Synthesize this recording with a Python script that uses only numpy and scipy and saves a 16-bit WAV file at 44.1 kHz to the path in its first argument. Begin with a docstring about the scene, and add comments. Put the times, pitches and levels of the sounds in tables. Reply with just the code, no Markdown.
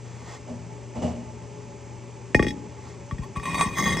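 """A steady hum and airy hiss fill a small, hard-walled room; light scuffs and a dull, hollow shuffling follow.
Close to the microphone pair, a hard ceramic piece knocks down and rattles to rest, is tapped, then is
dragged in two gritty strokes. Each knock rings the ceramic and sends a thud through its support.
In the drags, tiny slips and snags drive the same modes, and for moments one of them sings."""
import sys
import numpy as np
from scipy import signal
from scipy.fft import rfft, irfft
from scipy.io import wavfile
from scipy.ndimage import uniform_filter1d

SR = 44100
rng = np.random.default_rng(int(sys.argv[2]) if len(sys.argv) > 2 else 0)


def materialize(psi):
    """Save the field psi as 16-bit PCM at rate SR to the path in sys.argv[1].

    A 1-D psi becomes a single channel; in a 2-D psi each row is a channel.
    """
    bounded = np.clip(np.atleast_2d(psi).T, -1, 1)
    quanta = np.round(bounded * 32767).astype(np.int16)
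    wavfile.write(sys.argv[1], SR, quanta)


N = 176400
TIME = np.arange(N) / SR
BINS_HZ = np.maximum(np.arange(N + 1) * SR / (2 * N), 1)

# the ceramic's modes: f/Hz
CERAMIC_HZ = [1058, 1133, 1870, 2102, 2460, 3352, 3740, 3828, 4549, 4905, 5432, 6291, 6443, 6602, 8020,
              8350, 8590, 10600, 14400]
# one row for each of those modes: t60/s, level/dB when knocked, in the first drag, in the second drag
CERAMIC_MODES = [(0.032, -28, -6.5, -15.5), (0.075, -1, -1.5, -4.5), (0.05, -0.5, -9.5, -3),
                 (0.051, -11.5, -14, -6.5), (0.079, -13, -4.5, -17), (0.064, -1, -17.5, -8),
                 (0.059, -14, -17.5, -25), (0.13, -14.5, -26, -18), (0.18, -13.5, -23, -28),
                 (0.11, -6.5, -31.5, -16), (0.14, 0, -22.5, -20), (0.11, -5.5, -20, -14.5),
                 (0.15, -9.5, -25.5, -13.5), (0.27, -12, -23, -18.5), (0.1, -3, -18, -24),
                 (0.08, -29, -15.5, -20), (0.1, -24, -26, -18.5), (0.093, -10, -23, -22.5),
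                 (0.066, -8.5, -22.5, -16.5)]
# knocks, coloured by the spot struck: t/s, level/dB of the low, mid, upper and top modes
KNOCKS = [(2.3466, -42, -5.5, -32, -33.5), (2.3945, -20, -16, -33.5, -46), (2.4261, -40, -19.5, -32, -37.5),
          (2.446, -40.5, -30, -41, -69), (2.4668, -41.5, -23, -32.5, -43.5), (2.483, -60, -27, -28, -40.5),
          (2.506, -66, -29.5, -36, -45), (3.111, -27.5, -35.5, -45.5, -56.5), (3.183, -54, -39, -50, -59),
          (3.3609, -25.5, -47.5, -48, -64), (3.398, -30.5, -36, -49, -53)]
# edges of those zones (low, mid, mid, upper, upper, top): f/Hz
KNOCK_ZONES_HZ = [1135, 1700, 2600, 3300, 3900, 5000]
# spectra of a hard contact's crack and of its bright tick: f/Hz, level/dB
CRACK_COLOUR = [(500, -21.5), (1300, -30), (1650, -0.5), (2350, 1.5), (2850, -14.5), (4000, -24),
                (6000, -52)]
TICK_COLOUR = [(1500, -20), (3200, -16), (5500, -9), (8000, -5), (10000, 6), (15000, -25)]
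# thuds in the support: t/s, relative level/dB, upper edge f/Hz
THUDS = [(2.3459, -1, 550), (2.394, -2.5, 460), (2.426, -9, 416), (2.447, -13, 406), (2.465, -12.5, 428),
         (2.499, -23, 302), (3.116, -6, 164), (3.185, -7.5, 179), (3.361, -8, 181), (3.521, -15, 218),
         (3.657, -11, 194), (3.872, -21, 283), (3.918, -14.5, 280)]
# friction of a nudge and the two drags, and the support's rumble under them: t/s, level/dB
NUDGE = [(3.21, -67), (3.225, -47.5), (3.243, -41), (3.25, -63)]
FIRST_DRAG = [(3.355, -45), (3.372, -34.5), (3.39, -58), (3.422, -49), (3.436, -34), (3.45, -45),
              (3.465, -33.5), (3.535, -35.5), (3.553, -28.5), (3.575, -29.5), (3.615, -23), (3.645, -30),
              (3.68, -34.5), (3.71, -43), (3.728, -37), (3.75, -45)]
SECOND_DRAG = [(3.73, -50.5), (3.765, -33.5), (3.79, -25.5), (3.82, -32), (3.885, -26.5), (3.93, -30.5),
               (3.96, -36), (4.0, -28.5)]
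RUMBLE = [(3.38, -48.5), (3.5, -36.5), (3.615, -28.5), (3.7, -37), (3.75, -37), (3.8, -29), (3.87, -26.5),
          (4.0, -29)]
# the edge snags and jumps free: t/s, relative level/dB
CATCHES = [(3.4549, -20), (3.544, -17), (3.5973, -23.5), (3.6103, -10), (3.764, -32), (3.784, -17.5),
           (3.8558, -26), (3.8777, -21), (3.9204, -22), (3.9706, -23.5)]
# spectra of the grit and the rumble: f/Hz, level/dB
GRIT_COLOUR = [(300, -9.5), (950, 7.5), (1400, -25), (2000, -12), (2800, -21), (5000, -22), (8200, -10),
               (9500, -13), (12000, -49), (15000, -40)]
RUMBLE_COLOUR = [(30, -27), (65, -5.5), (110, -8), (170, 5), (250, -3.5), (400, -11), (650, -17.5),
                 (1200, -38)]
# a mode sings under the friction: start t/s, end t/s, f/Hz, level/dB
SINGS = [(3.548, 3.578, 4549, -41), (3.602, 3.63, 8350, -39), (3.78, 3.828, 5432, -38),
         (3.878, 3.9, 4905, -39), (3.92, 3.936, 5432, -41), (3.97, 4.0, 5432, -38)]
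# effort of the shuffling, and soft bumps within it: t/s, relative level/dB
SHUFFLE = [(.466, -67), (.476, -38.5), (.5, -35.5), (.53, -41), (.63, -51), (.74, -50.5), (.8, -63),
           (.94, -55), (.958, -31), (1.014, -34.5), (1.026, -24), (1.055, -25.5), (1.1, -30), (1.17, -40),
           (1.3, -47)]
BUMPS = [(.475, -48), (.497, -48), (.957, -35.5), (1.026, -29.5), (1.043, -26.5)]
# resonances of the hollow thing being shuffled: f/Hz, t60/s, level/dB
HOLLOW_MODES = [(84, 0.27, -7.5), (170, 0.06, -9.5), (238.6, 0.26, -2), (423, 0.1, -14),
                (498, 0.043, -14.5), (615, 0.096, -9), (2899, 0.07, -26.5)]
# friction of the opening scuff and of a fainter one after the rattle: t/s, level/dB
FIRST_SCUFF = [(.05, -55), (.24, -52), (.285, -45.5), (.35, -44), (.38, -53.5)]
FAINT_SCUFF = [(2.6, -67.5), (2.82, -56.5), (2.87, -50), (2.95, -56)]
# spectra of the shuffle's rubbing, the scuffs and the room's air: f/Hz, relative level/dB
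RUB_COLOUR = [(25, -32), (70, -5), (300, -6), (800, 1), (1500, -20.5), (2300, -18.5), (4000, -27),
              (7500, -20.5), (10000, -39.5), (14000, -75)]
SCUFF_COLOUR = [(300, -7), (850, 7.5), (1400, -5.5), (2700, -11.5), (7500, -7.5), (10000, -28),
                (15000, -29)]
AIR_COLOUR = [(25, -26), (50, -11), (85, 4.5), (140, -3.5), (300, -5), (450, -7), (700, -17.5),
              (880, -11.5), (1500, -23.5), (2300, -18.5), (4000, -30.5), (6300, -22), (8000, -24.5),
              (9000, -34.5), (9800, -79.5), (16000, -72.5)]
# low resonances of the room: f/Hz, t60/s, level/dB
ROOM_MODES = [(171.2, 1, -52.5), (228.5, 0.24, -55), (388.2, 0.38, -52.5), (417.9, 0.54, -53),
              (571, 0.31, -56), (868, 0.11, -55.5)]
# course of those resonances and of the hum, which dips briefly: t/s, relative level/dB
ROOM_MODES_LEVEL = [(0, -5.5), (.44, -4.5), (.5, 0), (4, -0.5)]
HUM_LEVEL = [(0, 3), (.33, -0.5), (.38, -12), (.46, -4), (.52, 0.5), (4, -3)]
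# the room's boom in answer to a thud: f/Hz, relative level/dB
ROOM_BOOM = [(60, -11.5), (150, 0), (290, 1), (400, -3), (600, -17.5)]
# the close microphone pair: f/Hz, left minus right level/dB, left phase lead/rad
MIC_PAIR = [(130, 3.5, .4), (230, 2, .25), (390, 6, 0), (570, -2, -.6), (840, -7, -1.4), (1050, 1, 0),
            (3800, 0, 0), (4900, -1, .3), (5430, 2, -1.1), (6400, 0, -1), (8200, 0, -1.9), (10600, 0, -2.6),
            (14400, 0, -3.8)]

CRACK_DB, CRACK_S, TICK_S = -6, 0.0022, 0.0016
GRIPPED_S, RELEASED_S, GRIP_LOSS_DB_PER_S = 2.51, 3.05, 598   # a hand grips the ceramic between these times
THUD_DB, THUD_LOW_HZ, THUD_LAG_S, THUD_SPREAD = 32, 44, 0.00718, 0.779   # lag at 200 Hz, its power law
CATCH_DB, CATCH_S, GRIT_DB = 17, 0.0015, -9.5   # push on the modes, decay of the crunch, gain of the grit
GRAINS_PER_S, GRAIN_SPREAD_DB = 1200, 3.5
WANDER_DB, WANDER_HZ = 3, 14   # each mode waxes and wanes as the contact slides
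STICKING_DB, STICKING_HZ = 2, 69   # the grip comes and goes
HUM_HZ, HUM_DB, HUM_WAVER_DB, AIR_DB = 119.4, -43, 1, -45
ROOM_T60_S, RING_ROOM_DB, THUD_ROOM_DB = 0.67, -28, -7
WALL_T60_S, WALL_DB = .06, -20


def knocks():
    """Hard contacts at close range: a crack and a tick, then the ceramic's modes, choked while a hand grips it."""
    s, low, mid, upper, top = np.transpose(KNOCKS)
    zones = list(zip(low, mid, mid, upper, upper, top))
    out = 0
    for k, (hz, (t60, db, _, _)) in enumerate(zip(CERAMIC_HZ, CERAMIC_MODES)):
        strength_db = np.array([np.interp(hz, KNOCK_ZONES_HZ, row) for row in zones])
        blows = (-1) ** k * clicks(s, from_db(strength_db + db))
        out = out + ring(blows, hz, t60)
    for db, decay_s, colour in ((CRACK_DB + mid, CRACK_S, CRACK_COLOUR), (top, TICK_S, TICK_COLOUR)):
        out = out + dying(clicks(s, from_db(db)), decay_s) * coloured(noise(), colour)
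    gripped_for_s = np.maximum(TIME - GRIPPED_S, 0) * (TIME < RELEASED_S)
    return out * from_db(-GRIP_LOSS_DB_PER_S * gripped_for_s)


def thuds():
    """Bending waves in the support: the lows arrive last, so each thud sweeps down."""
    push = sum(butter(clicks([s], from_db(db + THUD_DB)), 4, edge_hz) for s, db, edge_hz in THUDS)
    push = butter(push, 3, THUD_LOW_HZ, "high")
    lag_s = THUD_LAG_S * (np.maximum(BINS_HZ, 40) / 200) ** -THUD_SPREAD
    phase = np.pi * np.cumsum(lag_s) * SR / N
    return filtered(push, np.exp(-1j * phase))


def neighbour_ring():
    """The first, hardest knock leaves one long note ringing in a second body nearby."""
    return ring(clicks([KNOCKS[0][0]], from_db(-29.5)), hz=842, t60=0.8)


def drags():
    """The ceramic grinds and catches, favouring now one mode, now another, while the support rumbles."""
    t60, _, first_db, second_db = np.transpose(CERAMIC_MODES)
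    s, catch_db = np.transpose(CATCHES)
    snags = clicks(s, from_db(catch_db))
    in_second = TIME > SECOND_DRAG[0][0]
    strokes = ((level(NUDGE) + level(FIRST_DRAG), snags * ~in_second, first_db),
               (level(SECOND_DRAG), snags * in_second, second_db))
    out = level(RUMBLE) * coloured(grains(), RUMBLE_COLOUR)
    for effort, jolts, db in strokes:
        slips = grains()
        for k, mode in enumerate(zip(CERAMIC_HZ, t60, db)):
            drive = effort * slips * from_db(WANDER_DB * drift(WANDER_HZ)) + from_db(CATCH_DB) * jolts
            out = out + (-1) ** k * resonate(drive, [mode])
        out = out + from_db(GRIT_DB) * (effort + dying(jolts, CATCH_S)) * coloured(slips, GRIT_COLOUR)
    return out


def grains():
    """Tiny slips of rough surfaces, coming in clumps but steady in power over a stroke; rms 1."""
    sizes = from_db(GRAIN_SPREAD_DB * np.minimum(rng.exponential(1, N), 3.5)) * rng.choice([-1, 1], N)
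    grip = from_db(STICKING_DB * drift(STICKING_HZ))
    slips = sizes * grip * (rng.random(N) < GRAINS_PER_S / SR)
    local_power = np.abs(uniform_filter1d(slips ** 2, size=1100))
    return slips / np.sqrt(local_power + 1e-20)


def singing(swell_s=0.006):
    """For moments the friction locks onto one mode and feeds it, so that it sings cleanly."""
    out = 0
    for start, end, hz, db in SINGS:
        swell = dying((TIME > start) * (TIME < end), swell_s) / (swell_s * SR)
        out = out + from_db(db + WANDER_DB * drift(STICKING_HZ)) * swell * np.sin(2 * np.pi * hz * TIME)
    return out


def shuffle(bump_db=32, rub_db=-8.5):
    """Soft rubbing and a few padded bumps shake a hollow body."""
    effort = level(SHUFFLE)
    s, db = np.transpose(BUMPS)
    bumps = butter(clicks(s, from_db(db + bump_db)), 2, edge_hz=440)
    body = resonate(effort * noise() + bumps, HOLLOW_MODES)
    rub = from_db(rub_db) * effort * coloured(noise(), RUB_COLOUR)
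    return butter(body + rub, 3, edge_hz=59.6, kind="high")


def scuffs(ring_db=-4):
    """Light, smooth scuffs that barely ring the ceramic, mostly in its lower modes."""
    effort = level(FIRST_SCUFF) + level(FAINT_SCUFF)
    t60, _, _, db = np.transpose(CERAMIC_MODES)
    soft_drive = butter(effort * noise(), 2, edge_hz=2650)
    ringing = resonate(soft_drive, zip(CERAMIC_HZ, t60, db))
    return effort * coloured(noise(), SCUFF_COLOUR) + from_db(ring_db) * ringing


def reflections(x, t60):
    """Diffuse sound off the hard walls, starting 6 ms behind the direct sound; unit energy."""
    tail = noise() * from_db(-60 * TIME / t60) * np.clip(TIME / .012 - .5, 0, 1)
    return filtered(x, rfft(tail / np.linalg.norm(tail), 2 * N))


def room_tone():
    """Behind everything: airy noise, an electric hum and low room resonances."""
    waver_db = HUM_WAVER_DB * drift(rate_hz=7)
    hum = np.sqrt(2) * from_db(HUM_DB + waver_db) * np.sin(2 * np.pi * HUM_HZ * TIME)
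    air = from_db(AIR_DB) * coloured(noise(), AIR_COLOUR)
    return air + level(HUM_LEVEL) * hum + level(ROOM_MODES_LEVEL) * resonate(noise(), ROOM_MODES)


def ring(x, hz, t60):
    """A unit click sets a sine of height 1 ringing."""
    r, w = from_db(-60 / (t60 * SR)), 2 * np.pi * hz / SR
    return signal.lfilter([0, np.sin(w)], [1, -2 * r * np.cos(w), r * r], x + 1e-18)


def resonate(x, modes):
    """Drive resonances (f/Hz, t60/s, level/dB); unit white noise brings each to its level."""
    out = 0
    for k, (hz, t60, db) in enumerate(modes):
        r, w = from_db(-60 / (t60 * SR)), 2 * np.pi * hz / SR
        gain = (-1) ** k * from_db(db) * np.sqrt((1 - r * r) / 2)
        out = out + signal.lfilter([gain, 0, -gain], [1, -2 * r * np.cos(w), r * r], x + 1e-18)
    return out


def clicks(times, gains):
    """One impulse per contact."""
    out = np.zeros(N)
    np.add.at(out, (np.asarray(times) * SR).astype(int), gains)
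    return out


def dying(x, decay_s):
    """Give each impulse an exponential tail."""
    return signal.lfilter([1], [1, -np.exp(-1 / (decay_s * SR))], x + 1e-18)


def noise():
    """White noise."""
    return rng.standard_normal(N)


def drift(rate_hz):
    """Slow random wavering; rms 1."""
    return rms_one(filtered(noise(), BINS_HZ < rate_hz))


def coloured(x, spectrum):
    """Give a steady signal a spectrum; rms 1."""
    return rms_one(filtered(x, from_db(at_hz(spectrum))))


def filtered(x, response):
    """Pass a signal through a frequency response."""
    return irfft(rfft(x, 2 * N) * response)[:N]


def butter(x, order, edge_hz, kind="low"):
    """Smooth low-pass or high-pass."""
    return signal.sosfilt(signal.butter(order, edge_hz, kind, fs=SR, output="sos"), x + 1e-18)


def level(rows):
    """Gain along a (t/s, level/dB) curve, silent outside it."""
    s, db = np.transpose(rows)
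    return from_db(np.interp(TIME, s, db, left=-150, right=-150))


def at_hz(rows, column=1):
    """A table column on the log-frequency axis."""
    rows = np.array(rows)
    return np.interp(np.log(BINS_HZ), np.log(rows[:, 0]), rows[:, column])


def from_db(db):
    """Decibels to gain."""
    return 10 ** (np.asarray(db) / 20)


def rms_one(x):
    """Scale to unit rms."""
    return x / np.sqrt(np.mean(x ** 2) + 1e-20)


def scene():
    """The close sources and the room around them, as they reach the left and right microphones."""
    ceramic = knocks() + drags() + singing()
    thud = thuds()
    boom = filtered(thud, from_db(THUD_ROOM_DB + at_hz(ROOM_BOOM)))
    tail = reflections(from_db(RING_ROOM_DB) * ceramic + boom, ROOM_T60_S)
    sound = ceramic + thud + neighbour_ring() + scuffs() + shuffle() + room_tone() + tail
    near_walls = from_db(WALL_DB) * reflections(sound, WALL_T60_S)   # opposite in sign at each microphone
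    balance_db, lead = at_hz(MIC_PAIR), at_hz(MIC_PAIR, column=2)
    channels = []
    for side in (1, -1):
        response = from_db(side * balance_db / 2) * np.exp(.5j * side * lead)
        channels.append(filtered(sound + side * near_walls, response))
    return np.array(channels)


def record(dry):
    """Behind the microphones, peaks are clipped under full scale and the top is cut at 15.9 kHz."""
    top_cut = signal.ellip(10, .1, 90, 15900, fs=SR, output="sos")
    return signal.sosfilt(top_cut, np.clip(dry, -.92, .92))


dry = scene()
out = record(dry)
materialize(out)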